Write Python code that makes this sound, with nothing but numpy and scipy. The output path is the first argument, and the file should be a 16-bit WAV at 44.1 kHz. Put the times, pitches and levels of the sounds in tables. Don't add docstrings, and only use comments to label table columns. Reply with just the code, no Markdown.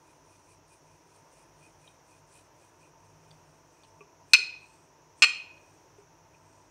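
import sys
import numpy as np
from scipy import signal
from scipy.fft import rfft, irfft, next_fast_len
from scipy.io import wavfile
from scipy.ndimage import uniform_filter1d, map_coordinates

SR = 44100
rng = np.random.default_rng(int(sys.argv[2]) if len(sys.argv) > 2 else 0)


def invert_db(x):
    u = np.asarray(x, float) / 20
    return 10 ** u


def master(y):
    cut = np.clip(np.atleast_2d(y).T, -1, 1)
    pcm = np.round(cut * 32767)
    wavfile.write(sys.argv[1], SR, pcm.astype(np.int16))


N = 295716

# (frequency [Hz], density [dB per Hz])
AIR_COLOUR = [(150, -62), (220, -14), (319, -1), (850, -5.5), (1220, -8.5), (2530, -16.5), (3800, -23),
              (16000, -32.5)]
# (frequency [Hz], density [dB per Hz])
RUMBLE_COLOUR = [(12, -43.5), (30, -25), (60, -6), (140, -1), (200, -9), (300, -61)]
# (frequency [Hz], width [Hz], level [dB])
DRONE_BANDS = [(50, 18, -8.5), (99, 12, -1), (153.7, 20, -0.5)]
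# (frequency [Hz], width [Hz], level [dB])
HUM_BANDS = [(303, 110, -6.5), (648, 64, -5), (902, 50, -0.5), (981, 120, -2.5)]
# (frequency [Hz], width [Hz], level [dB])
FAN_BANDS = [(2620, 450, -7.5), (5620, 880, -3), (5980, 860, -0.5), (6740, 260, -3.5)]
# (middle [s], length [s], flour hiss level [dB], singing pin level [dB])
ROLLING_STROKES = [(0.095, .2, -71, -74), (0.338, 0.17, -68.5, -71.5), (0.508, 0.13, -67, -69),
                   (0.729, 0.1, -64.5, -69.5), (0.92, 0.22, -73, -75), (1.152, 0.17, -69, -75),
                   (1.385, .19, -67.5, -70), (1.65, .16, -67, -65.5), (1.87, 0.18, -69, -67),
                   (2.132, 0.16, -68.5, -70), (2.364, 0.16, -64, -66.5), (2.64, 0.16, -69, -75),
                   (2.841, 0.14, -71, -66), (3.06, .16, -75, -78), (3.285, 0.23, -73.5, -76),
                   (3.524, 0.2, -76, -80), (3.807, 0.31, -74, -73.5), (4.004, .08, -80, -80),
                   (4.327, 0.11, -65.5, -63.5), (4.72, .3, -70, -85), (5.205, .07, -65, -69.5),
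                   (5.717, 0.36, -75, -92), (5.999, .07, -75, -82), (6.35, 0.065, -80, -65),
                   (6.539, 0.32, -73.5, -79)]
# (frequency [Hz], density [dB per Hz])
FLOUR_COLOUR = [(1500, -120), (2500, -16), (4500, -10), (7000, -10), (8200, -5), (9200, 0), (10150, -14.5),
                (16000, -32.5)]
# (time [s], peak [dB], pitch [Hz], upper pitch [Hz], ring T60 [s])
HANDLE_TICKS = [(0.3594, -64, 3430, 4600, .025), (1.871, -55, 3200, 3780, .02),
                (1.8755, -47, 3150, 3770, .03), (1.879, -55, 3430, 3780, 0.022),
                (2.3894, -58, 3080, 4020, .025), (3.3075, -49, 3540, 4540, .015),
                (3.3105, -55, 3500, 4600, 0.017), (3.3133, -41, 3450, 4620, 0.0096),
                (3.8348, -42.5, 3588, 4470, .008), (3.839, -52, 2900, 4300, 0.0088),
                (3.8412, -54, 3120, 4500, .008), (3.8443, -48.5, 3286, 4240, .008),
                (3.849, -49, 3000, 3980, .01), (5.5794, -56, 3120, 4110, 0.019)]
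# (time [s], peak [dB], pin ring level [dB])
DOUGH_BUMPS = [
    (4.007, -50.5, 3.5),
    (4.385, -55, -27),
    (5.982, -51, -16),
]
# (frequency [Hz], level [dB], T60 [s])
BUMP_MODES = [(406, 7, .11), (716, -8, .05)]
# (frequency [Hz], level [dB], T60 [s])
THIN_DOUGH_MODES = [(1150, 0, 0.11), (1300, -8.5, .03)]
# (frequency [Hz], T60 [s])
KITCHEN_DECAY = [(500, 0.55), (1300, 0.46), (2600, 0.52), (4500, 0.44), (9000, 0.35), (14000, 0.092)]
# (time [s], level [dB], hardness [dB per octave], thud level [dB])
STONE_CONTACTS = [(4.334, -7, 0.5, -17), (4.3352, -5.5, 6.5, -14), (4.3402, -6.5, 3, -25.5),
                  (4.3427, -14.5, 4.5, -16), (4.348, -9, -6, -15), (5.2213, -6, -1.5, -12),
                  (5.2240, -4, 2.5, -21.5), (5.23, -7.5, 1.5, -10), (5.2360, -4.5, -1.5, -12),
                  (5.2416, -11, 2, -13.5), (5.2460, -12, 0.5, -13)]
# (earliest time [s], lowest [Hz], highest [Hz], time at which dough and hand still the pin [s])
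PIN_LANDINGS = [
    (4, 870, 17000, 4.358),
    (5, 390, 10820, 5.2495),
]
# (frequency [Hz], end-struck level [dB], flat-struck level [dB], T60 [s])
PIN_MODES = [(2110, -10.5, -13.5, .05), (2425, -4.5, -2, 0.082), (2570, 2.5, 2, 0.05),
             (2697, -6.5, -3, 0.057), (2822, -6.5, -8.5, 0.054), (3070, -13.5, -7.5, 0.041),
             (3706, -15.5, -21, .03), (4118, -1, -11, 0.032), (4295, 2.5, 0, 0.032),
             (5145, -8.5, -10.5, .04), (5240, -8, -16.5, .03), (6080, -14.5, -24, .04),
             (6150, -15, -22.5, .03), (7440, -16.5, -15.5, 0.029)]
# (frequency [Hz], end-struck level [dB], flat-struck level [dB], T60 [s])
WORKTOP_MODES = [(452, -24.5, -14.5, .06), (626, -23.5, -15, 0.049), (965, -7, -13.5, 0.045),
                 (1218, -9, 0, 0.045), (1467, 5.5, 2.5, .04), (1904, -5.5, 1.5, 0.044)]
# (frequency [Hz], density [dB per Hz])
CRACK_COLOUR = [(500, -41), (1500, -11), (4000, 8.5), (8000, 1.5), (15000, -25)]
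# (frequency [Hz], width [Hz], end-struck level [dB], flat-struck level [dB], T60 [s])
LINGERING_MODES = [(2502, 89, -34, -30, .8), (3155, 90, -48.5, -38, .43), (4230, 200, -37, -38.5, .55),
                   (5136, 130, -35, -47.5, 0.34), (5960, 90, -53, -41, .33), (6013, 120, -50.5, -53.5, .38),
                   (7420, 290, -52.5, -50.5, 0.34), (8840, 200, -53, -52.5, 0.38)]

NOISE_TOP_HZ = 15720
STROKE_EDGE_DB = 11
SING_SHARE = 0.54
LOOSE_PITCH, WORKED_PITCH = 1.02, 0.94
WORK_IN_S = 5.1
STILL_T60_S = 0.015
SETTLE_DB_PER_S2 = 59


def unit(x):
    return x / np.sqrt(np.mean(x ** 2) + 1e-20)


def along(points, hz):
    f, v = np.transpose(points)
    return np.interp(np.log(hz + 1), np.log(f + 1), v)


def wobble(rate):
    knots = rng.standard_normal(int(N * rate / SR) + 4)
    return map_coordinates(knots, [np.arange(N) * rate / SR])


def noise(gain):
    m = next_fast_len(N + 8192)
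    hz = np.fft.rfftfreq(m, 1 / SR)
    spectrum = rfft(rng.standard_normal(m)) * gain(hz) * (hz < NOISE_TOP_HZ)
    return unit(irfft(spectrum, m)[:N])


def coloured(points, pitch=1):
    return lambda f: invert_db(along(points, f / pitch))


def bands(peaks):
    return lambda f: np.sqrt(sum(invert_db(2 * db) / (1 + (2 * (f - c) / w) ** 2) ** 2 for c, w, db in peaks))


def streaked(x, depth_db):
    z = signal.stft(x, nperseg=512)[2]
    field = uniform_filter1d(rng.standard_normal(z.shape), size=2, axis=0)
    field = uniform_filter1d(field, size=22, axis=1)
    return signal.istft(z * invert_db(depth_db * unit(field)), nperseg=512)[1][:N]


def ring(modes, scatter_db, attack, tilt_db=0):
    t = np.arange(SR // 4) / SR
    luck = rng.standard_normal((len(modes), 2))
    out = np.zeros(len(t))
    for (hz, db, t60), (strength, phase) in zip(modes, luck):
        level_db = db + scatter_db * strength + tilt_db * np.log2(hz / 3000)
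        out += invert_db(level_db - 60 * t / t60) * np.sin(2 * np.pi * hz * t + 0.5 * phase)
    return (1 - np.exp(-t / attack)) * out


def struck(modes, way):
    return [(hz, dbs[way], t60) for hz, *dbs, t60 in modes]


def add(track, s, sound):
    track[round(s * SR):][:len(sound)] += sound


def background():
    air = invert_db(-63.5 + 0.53 * wobble(3)) * noise(coloured(AIR_COLOUR))
    rumble = invert_db(-74.5 + 0.6 * wobble(2.5)) * noise(coloured(RUMBLE_COLOUR))
    drone = invert_db(-68.5 + 2.1 * wobble(2.5)) * noise(bands(DRONE_BANDS))
    hum = invert_db(-65.5 + 1.3 * wobble(4.0)) * noise(bands(HUM_BANDS))
    fan = invert_db(-70 + 0.6 * wobble(3.3)) * noise(bands(FAN_BANDS))
    return air + rumble + drone + hum + fan


def rolling():
    coarse_t, t = np.arange(0, N + 50, 50) / SR, np.arange(N) / SR
    hiss_gain, sing_gain = np.zeros(len(coarse_t)), np.zeros(len(coarse_t))
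    for middle, length, hiss_db, sing_db in ROLLING_STROKES:
        offset = 2 * (coarse_t - middle) / length
        hiss_gain += invert_db(hiss_db - STROKE_EDGE_DB * offset ** 2)
        sing_gain += invert_db(sing_db - STROKE_EDGE_DB * (offset / SING_SHARE) ** 2)
    grains = invert_db(1.5 * wobble(60) + 1.5 * wobble(440))
    loose = noise(coloured(FLOUR_COLOUR, LOOSE_PITCH))
    worked = noise(coloured(FLOUR_COLOUR, WORKED_PITCH))
    share = np.clip(t / WORK_IN_S, 0, 1)
    flour = np.sqrt(1 - share) * loose + np.sqrt(share) * worked
    hiss = unit(grains * streaked(flour, depth_db=2.0))
    sing = noise(bands([(2470, 130, -1), (2773, 500, -17)]))
    return np.interp(t, coarse_t, hiss_gain) * hiss + np.interp(t, coarse_t, sing_gain) * sing


def handles():
    out = np.zeros(N + SR)
    for s, db, hz, upper_hz, t60 in HANDLE_TICKS:
        tick = [(hz, 0, t60), ((hz + upper_hz) / 2, -5, 0.7 * t60), (upper_hz, -1.5, t60),
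                (8500, -10, 0.008), (900, -4, 0.012)]
        add(out, s, invert_db(db - 1) * ring(tick, 1.5, 0.0008))
    for s, db, ring_db in DOUGH_BUMPS:
        pin = invert_db(-2.5) * ring(struck(PIN_MODES[:4], 1), 2.2, 0.001)
        hard = pin + ring(THIN_DOUGH_MODES, 1, 0.002)
        add(out, s, invert_db(db) * (ring(BUMP_MODES, 0.94, 0.0028) + invert_db(ring_db) * hard))
    return out[:N]


def kitchen(x):
    out = np.zeros(N)
    for part in (slice(0, 5 * SR), slice(5 * SR, N)):
        hz, t, z = signal.stft(rng.standard_normal(SR), SR, nperseg=256)
        decay = invert_db(-60 * t / along(KITCHEN_DECAY, hz)[:, None])
        tail = signal.istft(z * decay, SR, nperseg=256)[1]
        tail = np.pad(tail / np.linalg.norm(tail), (300, 0))
        add(out, part.start / SR, signal.fftconvolve(x[part], tail)[:N - part.start])
    return out


def clacks():
    out, t = np.zeros(N + SR), np.arange(SR // 4) / SR
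    crack_gain = invert_db(along(CRACK_COLOUR, np.fft.rfftfreq(len(t), 1 / SR)))
    for s, db, hard_db, thud_db in STONE_CONTACTS:
        way = sum(row[0] < s for row in PIN_LANDINGS) - 1
        _, low_hz, high_hz, still_s = PIN_LANDINGS[way]
        grit = irfft(rfft(rng.standard_normal(len(t))) * crack_gain, len(t))
        crack = invert_db(-8.5 + 1.46 * hard_db - 60 * t / 0.017) * unit(grit)
        stilled = invert_db(-60 * np.maximum(s + t - still_s, 0) / STILL_T60_S)
        pin = stilled * ring(struck(PIN_MODES, way), 0.96, 0.00043, hard_db)
        thud = invert_db(thud_db) * ring(struck(WORKTOP_MODES, way), 1.5, 0.00092)
        limits = [low_hz, min(high_hz, 0.45 * SR)]
        band = signal.butter(6, limits, "band", fs=SR, output="sos")
        add(out, s, invert_db(db - 6.0) * signal.sosfilt(band, pin + thud + crack))
    return out[:N]


def after_ring():
    out, t = np.zeros(N), np.arange(SR) / SR
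    onset = 1 - np.exp(-t / 0.0069)
    for hz, width, *dbs, t60 in LINGERING_MODES:
        ringing = noise(bands([(hz, width, 0)]))
        for db, (*_, still_s) in zip(dbs, PIN_LANDINGS):
            fade = invert_db(db - 60 * t / t60 - SETTLE_DB_PER_S2 * t ** 2)
            add(out, still_s - 0.01, fade * onset * ringing[round(still_s * SR):][:SR])
    return out


def scene():
    near = handles() + clacks()
    pin = near + invert_db(-16) * kitchen(near) + after_ring() + rolling()
    return (pin + background())[None]


def top_cut(x):
    return signal.sosfilt(signal.butter(12, 16510, fs=SR, output="sos"), x)


def record(dry):
    shaved = dry - dry / (1 + np.abs(dry / 0.88) ** 9) ** (1 / 9)
    above_bass = signal.butter(4, 1000, "high", fs=SR, output="sos")
    clipped = dry - signal.sosfilt(above_bass, shaved)
    return top_cut(clipped)


dry = scene()
out = record(dry)
master(out)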